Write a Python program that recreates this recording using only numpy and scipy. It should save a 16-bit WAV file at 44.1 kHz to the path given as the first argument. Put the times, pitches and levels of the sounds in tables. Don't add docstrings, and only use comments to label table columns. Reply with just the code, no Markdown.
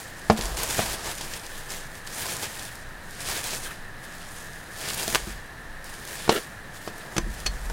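import sys
import numpy as np
from scipy import signal
from scipy.fft import rfft, irfft
from scipy.io import wavfile
from scipy.ndimage import uniform_filter1d

SR = 44100
rng = np.random.default_rng(int(sys.argv[2]) if len(sys.argv) > 2 else 0)


def volts_from_db(level):
    exponent = np.asarray(level, float) / 20
    return 10 ** exponent


def dump(signal):
    limited = np.clip(np.atleast_2d(signal).T, -1, 1)
    pcm = np.round(limited * 32767).astype(np.int16)
    wavfile.write(sys.argv[1], SR, pcm)


N = 340628


def unit(x):
    return x / np.sqrt(np.mean(x ** 2))


def band(x, lo_hz, hi_hz, order=2):
    edges_hz = [lo_hz, min(hi_hz, .45 * SR)]
    return signal.sosfilt(signal.butter(order, edges_hz, "band", fs=SR, output="sos"), x)


def noise(n=N):
    return rng.standard_normal(n)


def curves(table):
    s, *columns = np.transpose(table)
    return [np.interp(np.arange(N) / SR, s, c) for c in columns]


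def gestures(table):
    swing_db = 20
    t = np.arange(0, N / SR, .001)
    power = 0
    for s, hold, db, rise, fall in table:
        distance = np.maximum(s - t, 0) / rise + np.maximum(t - s - hold, 0) / fall
        power = power + volts_from_db(db - swing_db * distance) ** 2
    return np.interp(np.arange(N) / SR, t, np.sqrt(power))


def colour(x, spectrum):
    hz, db = np.transpose(spectrum)
    bins_hz = np.fft.rfftfreq(2048, 1 / SR)
    log_gain = np.interp(np.log(bins_hz + 1), np.log(hz), db) * np.log(10) / 20
    cepstrum = irfft(log_gain)
    cepstrum[1:1024] *= 2
    cepstrum[1025:] = 0
    return signal.fftconvolve(x, irfft(np.exp(rfft(cepstrum))))[:len(x)]


def walk(rate):
    k = int(SR / rate)
    steps = np.repeat(noise(N // k + 1), k)
    return unit(uniform_filter1d(uniform_filter1d(steps, k), k)[:N])


def fade(t60):
    t = np.arange(int(.3 * SR)) / SR
    return t, np.exp(-np.log(1000) * t / t60)


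def ring(push, modes, shorten=1):
    t = fade(1)[0]
    body = 0
    for k, (hz, db, t60) in enumerate(modes):
        mode = np.sin(2 * np.pi * hz * t) * fade(t60 * shorten)[1]
        body = body + (-1) ** k * volts_from_db(db) * mode
    return signal.fftconvolve(push, body)[:len(t)]


def add(out, s, db, wave):
    i = int(s * SR)
    part = wave[:N - i]
    out[i:i + len(part)] += part * volts_from_db(db) / np.abs(wave).max()


def swarm(per_s, spread_db):
    size = volts_from_db(spread_db * np.minimum(rng.exponential(size=N), 3))
    return unit((rng.random(N) < per_s / SR) * np.sign(noise()) * size)


# frequency in Hz, density in dB per Hz.
HUSH_SPECTRUM = [(71, -19), (120, -10), (295, -9), (742, -7), (1070, -9.5), (1490, -7.5), (1750, -4.5),
                 (2290, -15.5), (7200, -27), (9590, -26), (16000, -34)]
# frequency in Hz, width in Hz, level in dB.
MOTOR_WHINES = [(3930, 350, -64), (9630, 220, -71.5)]


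def air():
    sound = unit(colour(noise(), HUSH_SPECTRUM)) * volts_from_db(-44.5)
    fan = (1744, 236, -48.5 + .5 * walk(3.95))  # Hz, width Hz, unsteady dB
    for hz, width, db in MOTOR_WHINES + [fan]:
        sound = sound + volts_from_db(db) * unit(band(noise(), hz - width / 2, hz + width / 2))
    return sound


# start of full strength in seconds, hold in seconds,
# rumble level in dB, rise in seconds, fall in seconds.
GRIP_SHIFTS = [(0.46, 0.11, -34, .17, 0.29), (0.82, .01, -39, .3, 0.66), (1.7, .01, -52, .5, .1),
               (2.9, .01, -46, 0.23, 0.17), (3.67, .01, -48, 0.26, .5), (4.49, .01, -54, 0.43, 0.54),
               (5.25, 0.026, -37, 0.28, .22), (5.68, .01, -46.5, .5, 0.87), (6.32, .01, -50, 0.71, .6),
               (7.185, 0.12, -29, 0.049, 0.09), (7.46, 0.058, -30, .1, 0.17), (7.7, .03, -31.5, .3, 0.07)]


def grip(pull):
    hold_db, sway_db, drone_db = -62, -45, -49
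    drone_shift_db, drone_pull_db = -16.5, -14
    shift = gestures(GRIP_SHIFTS)
    rumble = np.hypot(shift, volts_from_db(hold_db)) * unit(band(noise(), 27.7, 55, order=3))
    sway = volts_from_db(sway_db) * unit(band(noise(), 12.8, 19.9, order=3))
    moving = np.hypot(volts_from_db(drone_shift_db) * shift, volts_from_db(drone_pull_db) * pull)
    drone = np.hypot(volts_from_db(drone_db), moving) * unit(band(noise(), 57, 188.0))
    return rumble + sway + drone


# start of full strength in seconds, hold in seconds,
# rustle level in dB, rise in seconds, fall in seconds.
EDGE_FUMBLES = [(0.0, .01, -44.5, .01, .35), (0.18, 0.24, -50, 0.067, .1), (1.45, 0.25, -45, 0.15, .12),
                (1.95, .01, -49, 0.033, 0.2), (3.16, .01, -48, 0.13, 0.088), (4.03, 0.29, -49.5, .02, .1),
                (4.37, .03, -47.5, 0.14, .9), (5.85, 0.27, -46, 0.011, .1), (6.47, 0.032, -60, .1, .2),
                (6.756, 0.0084, -45.5, 0.058, 0.057), (6.865, 0.008, -45, .12, 0.054),
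                (6.96, 0.096, -48.5, .1, 0.092), (7.16, .01, -48, 0.092, .2), (7.4, .01, -43, 0.29, 0.13),
                (7.65, 0.09, -47, 0.27, .1)]


def fumbling():
    return gestures(EDGE_FUMBLES)


# start of full strength in seconds, hold in seconds,
# rustle level in dB, rise in seconds, fall in seconds.
FIRM_PULLS = [(0.32, .01, -39, .01, .05), (0.375, .01, -36, .02, .1), (0.412, 0.015, -35, 0.022, 0.34),
              (0.571, .01, -29, 0.01, 0.2), (0.634, 0.004, -27, .006, 0.036), (0.71, .11, -29, 0.15, .04),
              (0.83, 0.11, -33, .03, 0.05), (1.07, 0.035, -33.5, 0.15, 0.061),
              (1.22, 0.15, -38, 0.33, 0.069), (1.705, 0.0092, -36.5, .03, 0.22),
              (2.07, 0.0045, -40.5, 0.017, 0.019), (2.18, 0.17, -34, 0.12, 0.13),
              (2.43, 0.0093, -31.5, 0.086, 0.098), (2.56, 0.097, -40, 0.27, 0.22),
              (3.21, 0.0091, -38, 0.089, .15), (3.3, .01, -29, 0.11, 0.27),
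              (3.44, 0.13, -33.5, 0.052, 0.044), (3.645, 0.0098, -37.5, 0.083, 0.15),
              (4.79, 0.052, -37, 0.11, .1), (4.88, 0.28, -33, 0.12, 0.056), (5.18, 0.12, -42, .05, 0.12),
              (6.14, 0.26, -41, 0.19, 0.13)]


def pulling():
    return gestures(FIRM_PULLS)


# frequency in Hz, density in dB per Hz.
FILM_SPECTRUM = [(880, -19.5), (1500, 1), (1710, 1.5), (2910, 0), (5660, -1), (6240, -1.5), (9100, -1),
                 (15100, -9), (16000, -33)]
# start of full strength in seconds, hold in seconds,
# flap level in dB, rise in seconds, fall in seconds.
SHEET_BRUSHES = [
    (0.37, 0.27, -39.5, .05, .1),
    (0.85, 0.27, -43, .1, 0.12),
    (6.92, 0.26, -47, .08, .1),
    (7.27, .05, -56, .05, 0.11),
    (7.52, 0.25, -49.5, .05, .1),
]


def rustle(pull, fumble):
    folds_per_s, spread_db, hiss_db = 2500, 3.0, -6
    pull_flap_db, fumble_flap_db, settle_db = -7.5, -5, -61.5
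    jerk = volts_from_db(.6 * walk(22) + 1.0 * walk(90))
    wide = swarm(folds_per_s / 8, spread_db)
    folds = 0
    for hz in 1200 * 2. ** np.arange(0, 4, .5):
        ticks = .5 * wide + swarm(folds_per_s, spread_db) + volts_from_db(hiss_db) * noise()
        folds = folds + volts_from_db(1.8 * walk(25)) * band(ticks, hz / 1.19, hz * 1.19, order=1)
    flap = band(.5 * wide + noise(), 306, 1200) * volts_from_db(0.79 * walk(25))
    fumble_slack = np.hypot(volts_from_db(fumble_flap_db) * fumble, gestures(SHEET_BRUSHES))
    slack = np.hypot(volts_from_db(pull_flap_db) * pull, fumble_slack)
    effort = np.hypot(pull, fumble) + volts_from_db(settle_db)
    return jerk * (effort * unit(colour(folds, FILM_SPECTRUM[:-1])) + slack * unit(flap))


# start in seconds, peak in dB, centre frequency in Hz.
SINGLE_CREASES = [(0.3743, -23, 5600), (0.4114, -13.5, 3800), (0.4227, -18, 5400), (0.456, -14.5, 5200),
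                  (0.5706, -16, 5600), (0.5867, -19, 6100), (0.6025, -19, 6400), (0.6333, -8, 8700),
                  (0.7876, -16, 6200), (0.9318, -17, 8200), (1.1828, -20, 5600), (1.2178, -27, 5600),
                  (1.3374, -16, 4230), (1.7044, -19, 4900), (2.0742, -20, 4700), (2.3676, -15, 6400),
                  (2.595, -20, 5800), (2.6318, -22, 7200), (3.2057, -18.5, 6100), (3.2989, -21, 5900),
                  (3.4417, -14, 6700), (3.5076, -17, 6000), (4.887, -16, 5700), (4.9025, -15, 3880),
                  (4.9342, -16, 5800), (4.9454, -12, 9800), (5.0793, -10, 6500), (5.8435, -25, 8160),
                  (6.0521, -23, 8100), (6.7745, -30, 6000),
                  (0.218, -31, 4200), (0.365, -25, 3600), (0.3901, -23, 8900), (0.9136, -26, 4500),
                  (1.0086, -29, 4600), (1.1524, -20, 7300), (1.211, -19, 7500), (1.247, -25, 5700),
                  (1.3969, -26, 3900), (1.466, -23, 5400), (1.578, -27, 5800), (1.9538, -26, 5400),
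                  (2.217, -16, 6800), (2.2672, -26, 5700), (2.6252, -24, 6300), (2.6523, -21, 6200),
                  (2.755, -25, 7000), (3.1094, -27, 8000), (3.5493, -23, 5000), (4.183, -29, 5630),
                  (4.2896, -32, 6660), (4.534, -30, 5100), (4.9773, -17, 8400), (5.9401, -27, 6100),
                  (6.0761, -24, 5000), (6.183, -25, 5600), (6.9808, -26, 8900), (7.3404, -27, 8600),
                  (7.4027, -23, 7000), (7.699, -24, 6000)]


def creases(effort):
    small_per_s, small_db, spray_db = 22, -21.5, -21
    out = volts_from_db(small_db) * effort * unit(band(swarm(small_per_s, 3.3), 2600, 12000))
    for s, db, hz in SINGLE_CREASES:
        t, decay = fade(0.025)
        push = volts_from_db(spray_db) * decay * noise(len(t))
        push[0] = rng.choice([-1, 1])
        add(out, s, db + 1, band(push, hz / 1.9, hz * 1.7))
    return out


# start in seconds, peak in dB, thud frequency in Hz,
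# ring decay (t60) in seconds, bass weight in dB.
BLOWS = [(0.2991, 1, 763, 0.082, 2.5), (0.39, -22, 430, 0.036, 4), (0.784, -21, 530, 0.036, 3),
         (0.7915, -8.5, 643, 0.045, -0.5), (1.209, -27, 900, 0.011, -13), (2.427, -26, 880, .03, -14),
         (3.533, -25, 930, 0.027, -9), (5.0792, -17, 665, .03, -7), (5.272, -25, 308, 0.089, 14),
         (6.2781, -19.5, 1460, 0.062, 1), (6.2925, -3, 400, 0.1, -9), (6.8757, -19, 610, .05, -5.5),
         (7.1809, -12, 1090, 0.048, 6.5), (7.264, -27, 213, 0.05, 13), (7.699, -25, 1500, 0.053, -3),
         (7.1651, -20, 332, .04, 3), (7.4615, -29.5, 150, .04, 2), (5.128, -32, 130, .03, 8)]
# frequency in Hz, level in dB, decay (t60) in seconds.
TABLE_MODES = [(448, 0.5, 0.075), (589, -8, 0.11), (700, 4, 0.028), (880, 5, 0.023), (1075, 3.5, 0.023),
               (1433, -1.5, 0.023), (1730, -10.5, 0.048), (2310, -7, 0.026), (2800, -15, 0.027)]
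# frequency in Hz, level in dB, decay (t60) in seconds.
BASS_MODES = [(219.7, -7.5, 0.16), (85, -3, 0.045), (338.6, -5.5, 0.06), (162, -16, 0.03)]


def knocks():
    crack_db, crack_per_bass = -13, -0.94
    out = np.zeros(N)
    for s, db, hz, t60, bass_db in BLOWS:
        t, decay = fade(0.074)
        push = decay * noise(len(t)) * 0.15
        push[:12] += np.hanning(12)
        table = ring(push, TABLE_MODES, t60 / 0.098) + volts_from_db(bass_db) * ring(push, BASS_MODES)
        add(out, s, db, table + ring(push, [(hz, 5, .025)]))
        crack = band(fade(0.056)[1] * noise(len(t)), 1700, 5660)
        add(out, s, db + crack_db + crack_per_bass * bass_db, crack)
    return out


# time in seconds, slip rate in Hz, level in dB.
SQUEAK_PATH = [
    (3.64, 1517, -90),
    (3.655, 1496, -38),
    (3.69, 1450, -42),
    (3.715, 1520, -38),
    (3.735, 1600, -90),
]


def squeak():
    hz, db = curves(SQUEAK_PATH)
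    phase = 2 * np.pi * np.cumsum(hz * (1 + 0.089 * walk(300))) / SR
    return volts_from_db(db + 2.0 * walk(150)) * (np.sin(phase) + 0.5 * np.sin(2 * phase))


# start in seconds, peak in dB, top frequency in Hz,
# tail decay (t60) in seconds.
FILM_SNAPS = [
    (5.1480, 3, 6800, 0.031),
    (5.1561, 3, 4070, 0.024),
]


def snaps():
    out = np.zeros(N)
    for s, db, top_hz, t60 in FILM_SNAPS:
        t, decay = fade(t60)
        push = volts_from_db(-15) * decay * noise(len(t)) * (t > .0002)
        push[:6] = -np.hanning(8)[1:-1]
        add(out, s, db, band(push, 370, top_hz, order=1))
    return out


# time in seconds, drag level in dB, crushed film level in dB.
DRAG_PATH = [
    (6.295, -95, -95),
    (6.30, -55, -45),
    (6.31, -27, -36),
    (6.33, -30, -39),
    (6.35, -29.5, -33),
    (6.37, -28.5, -47),
    (6.385, -34.5, -48),
    (6.395, -57, -62),
    (6.42, -95, -95),
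]
# frequency in Hz, width in Hz, level in dB.
DRAGGED_BODY = [(437, 110, 2), (1370, 270, -1.5), (1750, 130, -2), (2800, 140, -5), (3260, 150, -20)]


def slide():
    drag_db, crush_db = curves(DRAG_PATH)
    grit = swarm(900, 3.9) + 0.46 * noise()
    body = 0
    for hz, width, db in DRAGGED_BODY:
        body = body + volts_from_db(db) * band(grit, hz - width / 2, hz + width / 2, order=1)
    drag = unit(body) + 0.59 * unit(band(grit, 260, 710)) + 0.28 * unit(band(grit, 900, 4700))
    return volts_from_db(drag_db) * drag + volts_from_db(crush_db) * unit(band(grit, 4600, 11600, order=1))


# start in seconds, peak in dB, rattle rise in seconds,
# rattle decay (t60) in seconds, metal ring relative level in dB.
CATCH_CLICKS = [
    (7.165, -17.5, 0.0009, 0.038, -19),
    (7.1806, -9, 0.00038, 0.017, -8),
    (7.455, -30, 0.0012, 0.061, -7),
    (7.4609, -13, .003, 0.043, -2),
]
# frequency in Hz, level in dB, decay (t60) in seconds.
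CATCH_MODES = [(1000, -24, .02), (2000, -21, .015), (2520, 1, 0.009), (4310, 2, 0.045), (4540, 2, 0.05),
               (4820, -2, 0.03), (6060, 2, 0.024), (7730, 7.5, .015), (9800, -21, .012)]


def catch():
    out = np.zeros(N)
    for s, db, rise, t60, metal_db in CATCH_CLICKS:
        t, decay = fade(t60)
        rattle = (1 - np.exp(-t / rise)) * decay * noise(len(t))
        metal = volts_from_db(metal_db) * unit(ring(rattle, CATCH_MODES))
        add(out, s, db, metal + unit(band(rattle, 340, 6300)))
    return out


def room(x):
    t60_s, level_db, dull_hz = 0.15, -18.5, 6000
    t, decay = fade(t60_s)
    tail = band(noise(len(t)), 100, dull_hz, order=1) * decay * (t > .003)
    return x + volts_from_db(level_db) * signal.fftconvolve(x, tail / np.sqrt(np.sum(tail ** 2)))[:N]


def scene():
    pull, fumble = pulling(), fumbling()
    film = rustle(pull, fumble) + creases(np.hypot(pull, fumble)) + snaps() + squeak()
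    return (room(film + knocks() + slide() + catch()) + grip(pull) + air())[None]


def roll_off(x):
    return signal.sosfilt(signal.butter(12, 16560, fs=SR, output="sos"), x)


def record(dry):
    top_cut = signal.ellip(10, .3, 60, 15850, fs=SR, output="sos")
    mix = signal.sosfilt(top_cut, np.tanh(dry))
    return roll_off(mix)


dry = scene()
out = record(dry)
dump(out)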